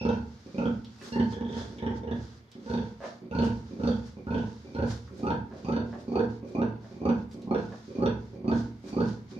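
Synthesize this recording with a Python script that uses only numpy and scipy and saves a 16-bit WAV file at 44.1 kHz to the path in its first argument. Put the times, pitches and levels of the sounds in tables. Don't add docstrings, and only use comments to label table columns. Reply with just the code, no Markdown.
import sys
import numpy as np
from scipy import signal
from scipy.fft import rfft, irfft, next_fast_len
from scipy.io import wavfile
from scipy.ndimage import uniform_filter1d, map_coordinates

SR = 44100
rng = np.random.default_rng(int(sys.argv[2]) if len(sys.argv) > 2 else 0)


def transcribe(signal):
    frames = np.atleast_2d(signal).T
    limited = np.clip(frames, -1, 1)
    pcm = np.round(limited * 32767).astype(np.int16)
    wavfile.write(sys.argv[1], SR, pcm)


N = 414128

# (frequency [Hz], level [dB])
AIR_TONE = [(15, -53), (25, -10), (136, 3), (1200, -7.5), (1570, -8), (1800, -9.5), (2170, -6), (2420, -13),
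            (3000, -14.5), (4870, -17.5), (5580, -27), (8350, -32), (15500, -31)]
# (frequency [Hz], level [dB])
SWISH_TONE = [(500, -0.5), (1500, 4.5), (2400, -7.5), (3600, -0.5), (5000, 1), (6500, -4), (7400, -12.5),
              (8200, -18.5), (11000, -26.5), (15000, -47)]
# (frequency [Hz], level [dB])
SPLINTER_TONE = [(2000, -24.5), (4500, -2), (7000, 5), (11000, -8), (15000, -15)]
# (loudest time [s], length [s], level [dB], crackle offset [dB])
FOOT_SHUFFLES = [(0.14, 0.2, -73, -19), (0.46, 0.69, -72.5, -21.5), (1.065, 0.11, -59, -6.5),
                 (1.325, 0.07, -61, -25.5), (1.589, 0.14, -57.5, -21.5), (1.97, 0.049, -66, -24),
                 (2.234, 0.17, -68.5, -16.5), (2.71, 0.19, -65.5, -19.5), (3.065, 0.1, -61.5, -22),
                 (3.451, 0.063, -57.5, -11), (3.558, 0.24, -70, -18.5), (3.878, 0.21, -65, -22.5),
                 (4.072, 0.079, -66, -13.5), (4.476, 0.36, -70, -22.5), (4.912, 0.08, -54.5, -13),
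                 (5.191, 0.15, -68.5, -8), (5.584, 0.11, -70, -17.5), (6.007, 0.083, -68.5, -10.5),
                 (6.243, 0.033, -73, -17.5), (6.491, 0.089, -72.5, -9.5), (7.334, 0.056, -70.5, -2.5),
                 (7.758, 0.32, -69.5, -18.5), (8.586, 0.11, -61, -22.5), (8.889, 0.092, -63, -8.5),
                 (9.088, 0.1, -61.5, -22.5), (9.316, 0.057, -65.5, -23.5)]
# (time [s], length [s], level [dB], pitch [Hz])
NOSTRIL_RINGS = [(0.0, 0.17, -53.5, 2650), (1.12, 0.091, -57, 2780)]
# (start time [s], opening time [s], start level [dB], surge level [dB], open level [dB], drop after [dB],
#  start bite [dB], surge bite [dB], open bite [dB], brightness [dB], start posture, open posture,
#  start vowel ring [dB], surge vowel ring [dB])
SOW_GRUNTS = [(0.012, 0.09, -33, -24.5, -25, -8.5, 10, 2, 4.5, 2, 0.73, 0.93, -63, -50),
              (0.582, 0.656, -26.5, -30.5, -25.5, -13.5, 1.5, -1, -3, -9, 0.65, 0.79, -43.5, -44),
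              (1.121, 1.197, -35.5, -27, -23.5, -18, 5.5, -3.5, 2, -7, 2.2, 1.6, -43, -44),
              (1.324, 1.41, -38, -39, -32.5, -8.5, 6, 1, 4, 4, 1.93, 1.9, -53, -52.5),
              (1.489, 1.567, -36.5, -38, -34.5, -3.5, 2, 11, -2, 7, 2.1, 1.95, -57.5, -49.5),
              (1.785, 1.864, -44, -31, -29, -5.5, 14, -1, 3, -2, 2, 2.1, -54, -53),
              (2.034, 2.112, -36.5, -34, -29.5, -13, 4, 1, 0.5, 1, 1.8, 1.58, -70, -58.5),
              (2.661, 2.737, -40, -30, -28.5, -3.5, 7, 3.5, 7.5, 10, 0.9, 1.25, -48, -47),
              (3.312, 3.387, -34, -27.5, -24, -1.5, 7.5, 0.5, 4.5, -5.5, 0.78, 1.05, -41, -42),
              (3.798, 3.873, -32, -26.5, -24, -11, -5.5, 2, 4, 7, 0.82, 0.9, -56.5, -48.5),
              (4.269, 4.344, -33.5, -29, -25.5, -7, -3.5, 1, 4.5, -1, 0.82, 1.1, -43.5, -41.5),
              (4.749, 4.824, -34.5, -27, -25, -17, 6.5, -0.5, 1.5, 7, 0.85, 0.98, -43, -45),
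              (5.232, 5.304, -30, -26, -25, -15, -1, 4, 2, 4.5, 0.4, 1.2, -40, -40.5),
              (5.647, 5.723, -35, -27.5, -28.5, -0.5, 9, 1.5, 4, 4, 0.23, 0.97, -50, -42),
              (6.119, 6.193, -31, -23.5, -22.5, -14, -4, 1, 2.5, 8, 0.25, 1.15, -49, -46),
              (6.55, 6.617, -29.5, -26, -25.5, -12, 6, 2, 1, -3, 0.1, 1.08, -45, -45.5),
              (7.016, 7.091, -32, -24, -23, -15, -5, 1.5, 3, -2, 0.087, 0.96, -65, -43.5),
              (7.474, 7.546, -34, -23, -23.5, -9.5, -9, -3, 1.5, 1.5, 0.13, 1.02, -63, -43),
              (7.985, 8.06, -28.5, -23, -24, -19.5, -3.5, -3.5, 8, 4, 0.22, 1.1, -47.5, -39),
              (8.444, 8.515, -31, -24.5, -23.5, -13, -7, 1.5, -2, 8.5, 0.14, 1.02, -58.5, -41),
              (8.929, 9.003, -34.5, -24.5, -23, -14, 8.5, 5, -2, 6, 0.11, 0.9, -56, -39.5)]
# (frequency [Hz], width [Hz], level [dB])
NASAL_THROAT = [(80, 370, -12), (200, 130, -6.5), (355, 120, -6.5), (522.6, 110, -12), (779, 360, -18.5),
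                (1083.6, 110, -20), (2358, 120, -29.5), (3500, 120, -59), (4570, 150, -35),
                (6030, 220, -45)]
OPEN_THROAT = [(87, 250, -8.5), (228.2, 73, -5), (405, 474, -15), (476.4, 114, -4.5), (936, 130, -18.5),
               (1525.6, 272, -24.5), (2625, 790, -39), (3570, 500, -39.5), (4435, 280, -38.5),
               (5860, 330, -42)]
SLACK_THROAT = [(80, 890, -17), (226, 60, -2.5), (337, 400, -11.5), (460, 100, -2), (903.6, 55, -12),
                (1722, 570, -27), (2960, 180, -39.5), (3480, 400, -34.5), (4600, 250, -50),
                (5760, 440, -42.5)]
# (time [s], level [dB], pitch [Hz])
NOSE_CHIRPS = [(0.089, -36, 3140), (0.654, -34.5, 3260), (1.125, -32.5, 4400), (1.189, -40, 4520),
               (1.198, -34, 3060), (1.226, -37.5, 4420), (1.33, -36.5, 3320), (1.447, -39, 3340),
               (1.488, -37, 3420), (1.53, -36, 3250), (1.571, -39, 3370), (1.603, -35, 3430),
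               (1.787, -42.5, 3340), (1.865, -38, 3200), (2.076, -43.5, 2900), (2.115, -37.5, 3460),
               (2.78, -47.5, 3380), (3.349, -35, 4450), (3.386, -28.5, 4380), (3.424, -34.5, 2840),
               (3.874, -32, 4440), (3.915, -36, 3370), (4.307, -41, 2520), (4.347, -39, 3190),
               (4.386, -42, 2990), (4.788, -43, 2700), (5.306, -39.5, 3180), (8.057, -35, 3370),
               (9.004, -35, 4570)]
# (time [s], length [s], level [dB], bite [dB])
SOW_CREAKS = [(0.462, 0.037, -41.5, -2), (0.545, 0.032, -33.5, 0.5), (1.016, 0.06, -45, -6),
              (1.701, 0.51, -47, -9), (2.553, 0.11, -44.5, -10), (3.017, 0.14, -51.5, -9),
              (3.218, 0.084, -43, -2.5), (3.71, 0.15, -39.5, -3), (4.169, 0.041, -39.5, -1),
              (4.647, 0.24, -44, 4), (5.11, 0.12, -43, -4), (5.198, 0.039, -35.5, -5.5),
              (5.51, 0.21, -44.5, -4), (5.883, 0.17, -44.5, -11), (6.081, 0.031, -31.5, -2),
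              (6.429, 0.14, -40.5, -1), (6.912, 0.19, -41.5, 0), (7.345, 0.12, -41.5, -7),
              (7.88, 0.033, -37.5, 0), (7.952, 0.032, -34, 5.5), (8.333, 0.083, -40.5, -4.5),
              (8.841, 0.086, -40, 5.5), (9.319, 0.081, -38.5, 4.5)]
# (time [s], level [dB], pitch [Hz])
LIP_SMACKS = [(0.467, -51, 4300), (0.846, -38, 3920), (1.014, -34, 1600), (1.023, -42, 5440),
              (2.516, -40.5, 4500), (4.031, -51, 3700), (5.077, -39, 1220), (6.913, -57, 4620),
              (7.313, -42, 4700), (7.419, -44, 4630), (7.694, -51, 4000), (9.299, -58, 5000)]
# (time [s], length [s], level [dB], pulse rate [1/s])
PIGLET_GRUNTS = [(3.005, 0.046, -45.5, 152), (3.028, 0.037, -40.5, 253), (4.908, 0.022, -60, 190),
                 (5.514, 0.043, -51.5, 110), (5.929, 0.027, -44.5, 190), (6.845, 0.015, -52, 70),
                 (7.72, 0.015, -45.5, 223)]
# (frequency [Hz], width [Hz], level [dB])
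SMALL_THROAT = [(616, 230, 9), (1000, 1200, -3.5), (1560, 350, -10), (1710, 170, -5.5), (4020, 500, -32)]
# (frequency [Hz], time to fade by 60 dB [s])
ECHO_FADE = [(60, 0.81), (230, 0.8), (500, 0.4), (1000, 0.45), (3000, 0.32), (6000, 0.37), (12000, .2)]
# (frequency [Hz], level [dB])
ECHO_TONE = [(100, 1.5), (500, 0.5), (1500, -0.5), (3500, 0.5), (8000, -9)]
# (pitch [Hz], time to fade by 60 dB [s], level [dB])
STANDING_WAVES = [(67.4, 0.62, -9.5), (115.1, 1.0, -6.5), (233.24, 0.29, -9.5), (475, 0.23, -21.5)]


def amp(db):
    return 10 ** (np.asarray(db) / 20)


def unit(x):
    return x / np.sqrt(np.mean(x ** 2) + 1e-20)


def along(points, hz):
    f, v = np.transpose(points)
    return np.interp(np.log(hz + 1), np.log(f + 1), v)


def filtered(x, response):
    size = next_fast_len(N + SR // 2)
    return irfft(rfft(x, size) * response(np.fft.rfftfreq(size, 1 / SR)), size)[..., :N]


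def coloured(noise, tone):
    return unit(filtered(noise, lambda hz: amp(along(tone, hz))))


def add(track, s, sound):
    part = track[max(0, round(s * SR)):][:len(sound)]
    part += sound[:len(part)]


def diffuse(pair, alike_hz=620):
    turn = np.arccos(np.sinc(np.fft.rfftfreq(pair.shape[1], 1 / SR) / (2 * alike_hz))) / 2
    mid, side = irfft(rfft(pair) * [np.cos(turn), np.sin(turn)], pair.shape[1])
    return np.array([mid + side, mid - side])


def barn(air_db=-64, hum_db=-68, hum_hz=118):
    air = coloured(diffuse(rng.standard_normal((2, N))), AIR_TONE)
    return amp(air_db) * air + amp(hum_db) * np.sin(2 * np.pi * hum_hz * np.arange(N) / SR)


def shuffling(rise_share=0.38, fall_share=0.66, fidget_db=-82, swing_db=9.5, changes_per_s=13):
    t = np.arange(N) / SR
    fidget = np.tanh(map_coordinates(rng.standard_normal(256), [t * changes_per_s], mode="mirror"))
    rustle, crackle = amp(fidget_db + swing_db * fidget) ** 2, 0
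    for s, length, db, crackle_db in FOOT_SHUFFLES:
        from_peak = np.maximum((s - t) / rise_share, (t - s) / fall_share) / length
        power = (amp(db) * np.exp(-from_peak ** 1.01)) ** 2
        rustle += power
        crackle += power * amp(crackle_db) ** 2
    return np.sqrt(rustle), np.sqrt(crackle)


def cracks(per_s, spread_db=4):
    clicks = (rng.random(N) < per_s / SR) * rng.standard_normal(N)
    return unit(clicks * amp(spread_db * np.minimum(rng.exponential(size=N), 3)))


def straw(swish_db=12, splinter_db=7, cracks_per_s=900, splinters_per_s=1400):
    swish = cracks(cracks_per_s) + 2.95 * rng.standard_normal((2, N))
    middle, left, right = (cracks(splinters_per_s) for _ in range(3))
    splinters = middle + np.array([left, right])
    rustle, crackle = shuffling()
    return (amp(swish_db) * rustle * coloured(swish, SWISH_TONE)
            + amp(splinter_db) * crackle * coloured(splinters, SPLINTER_TONE))


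def pulse(resonances, mouth_db=0, bite_db=0, chest_db=0, rough=1, puff_s=0.0065, size=2048):
    hz, t = np.fft.rfftfreq(size, 1 / SR), np.arange(size) / SR
    power = sum(amp(db) ** 2 / (1 + (2 * (hz - centre) / width) ** 2) ** 2
                for centre, width, db in resonances)
    tone = [(40, chest_db - 12.5), (64, chest_db - 3.5), (100, chest_db - 2.5), (190, 0.44), (290, 1.4),
            (420, -0.75), (550, -1.4), (800, mouth_db), (1750, mouth_db), (2300, bite_db)]
    cepstrum = irfft(np.log(np.sqrt(power) * amp(along(tone, hz)) + 1e-6))
    throat = np.exp(rfft(2 * cepstrum[:size // 2], size))
    breath = rng.standard_normal(size) * np.exp(-t / puff_s)
    breath_tone = along([(300, 0.77), (1500, 1.02), (4000, 1.6)], hz)
    puff = rough * rfft(breath / np.linalg.norm(breath)) * breath_tone
    ring = irfft(throat * (1 + puff))
    return ring / np.linalg.norm(ring)


def rattle(length, per_s, levels_db, make_pulse, jitter=0.24, scatter_db=1.5):
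    gaps = np.exp(jitter * rng.standard_normal(64)) / per_s
    times = np.append(0, np.cumsum(gaps))
    run = np.zeros(round(length * SR) + SR // 10)
    for s in times[times < length]:
        db = np.interp(s, [0, length], levels_db) + scatter_db * rng.standard_normal()
        add(run, s, amp(db) * make_pulse())
    energy = np.sum(amp(np.linspace(*levels_db, round(length * SR))) ** 2)
    return run * np.sqrt(energy / np.sum(run ** 2))


def nostril_ring(length, db, hz, pulses_per_s=85):
    nostril = [(hz, 60, 0), (2 * hz, 200, along([(5300, -10.5), (7000, -28)], 2 * hz))]
    return rattle(length, pulses_per_s, [db + 16, db - 16], lambda: pulse(nostril))


def sow_throat(posture, gape=1, bright_db=0, nose_tuning=1):
    nasal, wide, slack = np.array([NASAL_THROAT, OPEN_THROAT, SLACK_THROAT])
    resonances = nasal + min(posture, 1) * (wide - nasal) + max(posture - 1, 0) * (slack - wide)
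    resonances[4:6, 0] *= gape
    resonances[6:, 0] *= nose_tuning
    resonances[6:, 2] += bright_db * np.array([-0.5, 0, 0.5, 0])
    return resonances


def climb(sound, nose_hz=2000, close_s=0.00087, rise_share=0.12, rise_s=0.0069):
    t = np.arange(len(sound)) / SR
    throat, nose = (signal.sosfilt(signal.butter(6, nose_hz, kind, fs=SR, output="sos"), sound)
                    for kind in ("low", "high"))
    speed = 1 + rise_share * (1 / 4 - np.exp(-t / rise_s))
    swept = map_coordinates(throat, [np.cumsum(speed)])
    throb = swept * (1 - np.exp(-t / close_s)) + 0.73 * nose
    return throb / np.linalg.norm(throb)


def vowel_ring(resonances, length, rough=0.23, rise_share=0.15, lower_db=1.5):
    progress = np.linspace(0, 1, round(length * SR))
    swell = np.sin(np.pi * progress ** 1.2) ** 1.6
    ring = 0
    for hz, db in zip(resonances[4:6, 0], (lower_db, 0)):
        flutter = rough * unit(uniform_filter1d(rng.standard_normal((2, len(progress))), size=220))
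        pitch = hz * (1 + rise_share * (progress - 0.5))
        phase = 2 * np.pi * (rng.random() + np.cumsum(pitch) / SR)
        tone = swell * ((1 + flutter[0]) * np.sin(phase) + flutter[1] * np.cos(phase))
        ring += amp(db) * tone / np.linalg.norm(tone)
    return ring


def grunt(start, opening, start_db, surge_db, open_db, drop_db, start_bite_db, surge_bite_db,
          open_bite_db, bright_db, posture, open_posture, start_ring_db, surge_ring_db):
    gap = (opening - start) / 2
    chest_db, mouth_db = -1.5 + 6.5 * posture, 4 + 0.55 * posture
    lips = 1 + 0.056 * max(1 - posture, 0)
    surge_posture = posture + 0.13 * (open_posture - posture)

    def throb(db, pose, bite_db, gape=1, vowel_db=0):
        throat = sow_throat(pose, gape, bright_db, nose_tuning=rng.normal(1, 0.021))
        bite_db += rng.normal(0, 1.3)
        slap = pulse(throat, mouth_db + vowel_db, bite_db, chest_db, rough=0.79, puff_s=0.0067)
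        return amp(db) * np.sqrt(gap * SR) * climb(slap)

    def ring(db, pose, gape=1):
        return amp(db) * np.sqrt(gap * SR) * vowel_ring(sow_throat(pose, gape), gap)

    fading = [(opening + (k + 1) * gap + rng.normal(0, 0.003),
               throb(open_db + drop_db - 7 * k, open_posture, open_bite_db - 0.5)) for k in range(4)]
    return [(start, throb(start_db, posture, start_bite_db, 1 / lips, vowel_db=-3)),
            (start, ring(start_ring_db, posture)),
            (start + gap, throb(surge_db, surge_posture, surge_bite_db, lips, vowel_db=-2)),
            (start + gap, ring(surge_ring_db, surge_posture, lips)),
            (opening, throb(open_db, open_posture, open_bite_db)),
            (opening, ring(surge_ring_db - 5.5, open_posture, lips))] + fading


def nose_chirp(hz, length=0.0076, rise_share=0.21):
    progress = np.linspace(0, 1, round(length * SR))
    pitch = hz * (1 + rise_share * (progress - 0.5))
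    return np.sin(np.pi * progress) ** 2 * np.sin(2 * np.pi * np.cumsum(pitch) / SR)


def creak(length, db, bite_db, pulses_per_s=42):
    throat = sow_throat(posture=0.048)
    slap = lambda: pulse(throat, mouth_db=-9, bite_db=rng.normal(bite_db, 0.5), chest_db=-3)
    return rattle(length, pulses_per_s, [db, db - 2], slap, jitter=0.2)


def smack(hz):
    pop = pulse([(hz, hz * 0.83, 0), (4200, 3000, -27)], rough=8.1)
    return pop / np.abs(pop).max()


def piglet_grunt(length, db, pulses_per_s):
    slap = lambda: pulse(SMALL_THROAT, rough=0.9)
    return rattle(length, pulses_per_s, [db + 6, db - 0.5], slap, jitter=0.47)


def sow():
    track = np.zeros(N)
    for row in SOW_GRUNTS:
        for s, sound in grunt(*row):
            add(track, s, sound)
    for s, length, db, bite_db in SOW_CREAKS:
        add(track, s, creak(length, db, bite_db))
    for s, length, db, hz in NOSTRIL_RINGS:
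        add(track, s, nostril_ring(length, db, hz))
    for s, db, hz in NOSE_CHIRPS:
        add(track, s, amp(db) * nose_chirp(hz))
    return track


def piglets():
    track = np.zeros(N)
    for s, length, db, pulses_per_s in PIGLET_GRUNTS:
        add(track, s, piglet_grunt(length, db, pulses_per_s))
    for s, db, hz in LIP_SMACKS:
        add(track, s, amp(db) * smack(hz))
    return track


def pen_echo(sound, echo_db=0.46, hum_db=20.5, build_s=0.0053, early_s=0.04):
    hz, t, noise = signal.stft(rng.standard_normal((2, SR)), SR, nperseg=256)
    fade = amp(-60 * t / along(ECHO_FADE, hz)[:, None])
    tail = signal.istft(noise * fade, SR, nperseg=256)[1][:, :SR]
    t = np.arange(SR) / SR
    early_boost = 1 + 0.94 * np.exp(-t / early_s)
    build_up = 1 - np.exp(-(t / build_s) ** 2)
    spectrum = rfft(tail * early_boost * build_up)
    spectrum /= np.sqrt(np.abs(uniform_filter1d(np.abs(spectrum) ** 2, size=30)))
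    echo = diffuse(irfft(spectrum * amp(along(ECHO_TONE, np.fft.rfftfreq(SR, 1 / SR)))))
    hum = sum(amp(db - 60 * t / fade_s) * np.cos(2 * np.pi * pitch * t) * 2 * np.log(1000) / (fade_s * SR)
              for pitch, fade_s, db in STANDING_WAVES)
    answer = amp(echo_db) * echo + amp(hum_db) * hum
    return signal.fftconvolve(np.atleast_2d(sound), answer, axes=1)[:, :N]


def scene(lag_s=0.00029):
    voice, litter = amp(-3) * sow(), piglets()
    delays_s = np.array([[lag_s], [-lag_s]]) / 2
    direct = filtered(voice, lambda hz: np.exp(-2j * np.pi * hz * delays_s))
    animals = amp(-4.5) * direct + amp(-6.5) * litter + pen_echo(voice + amp(-1.5) * litter)
    balance = amp([[-1], [1]])
    return balance * animals + straw() + barn()


def record(dry, low_hz=59, top_hz=15500):
    thinned = signal.sosfilt(signal.butter(3, low_hz, "high", fs=SR, output="sos"), dry)
    return filtered(thinned, lambda hz: hz < top_hz)


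dry = scene()
out = record(dry)
transcribe(out)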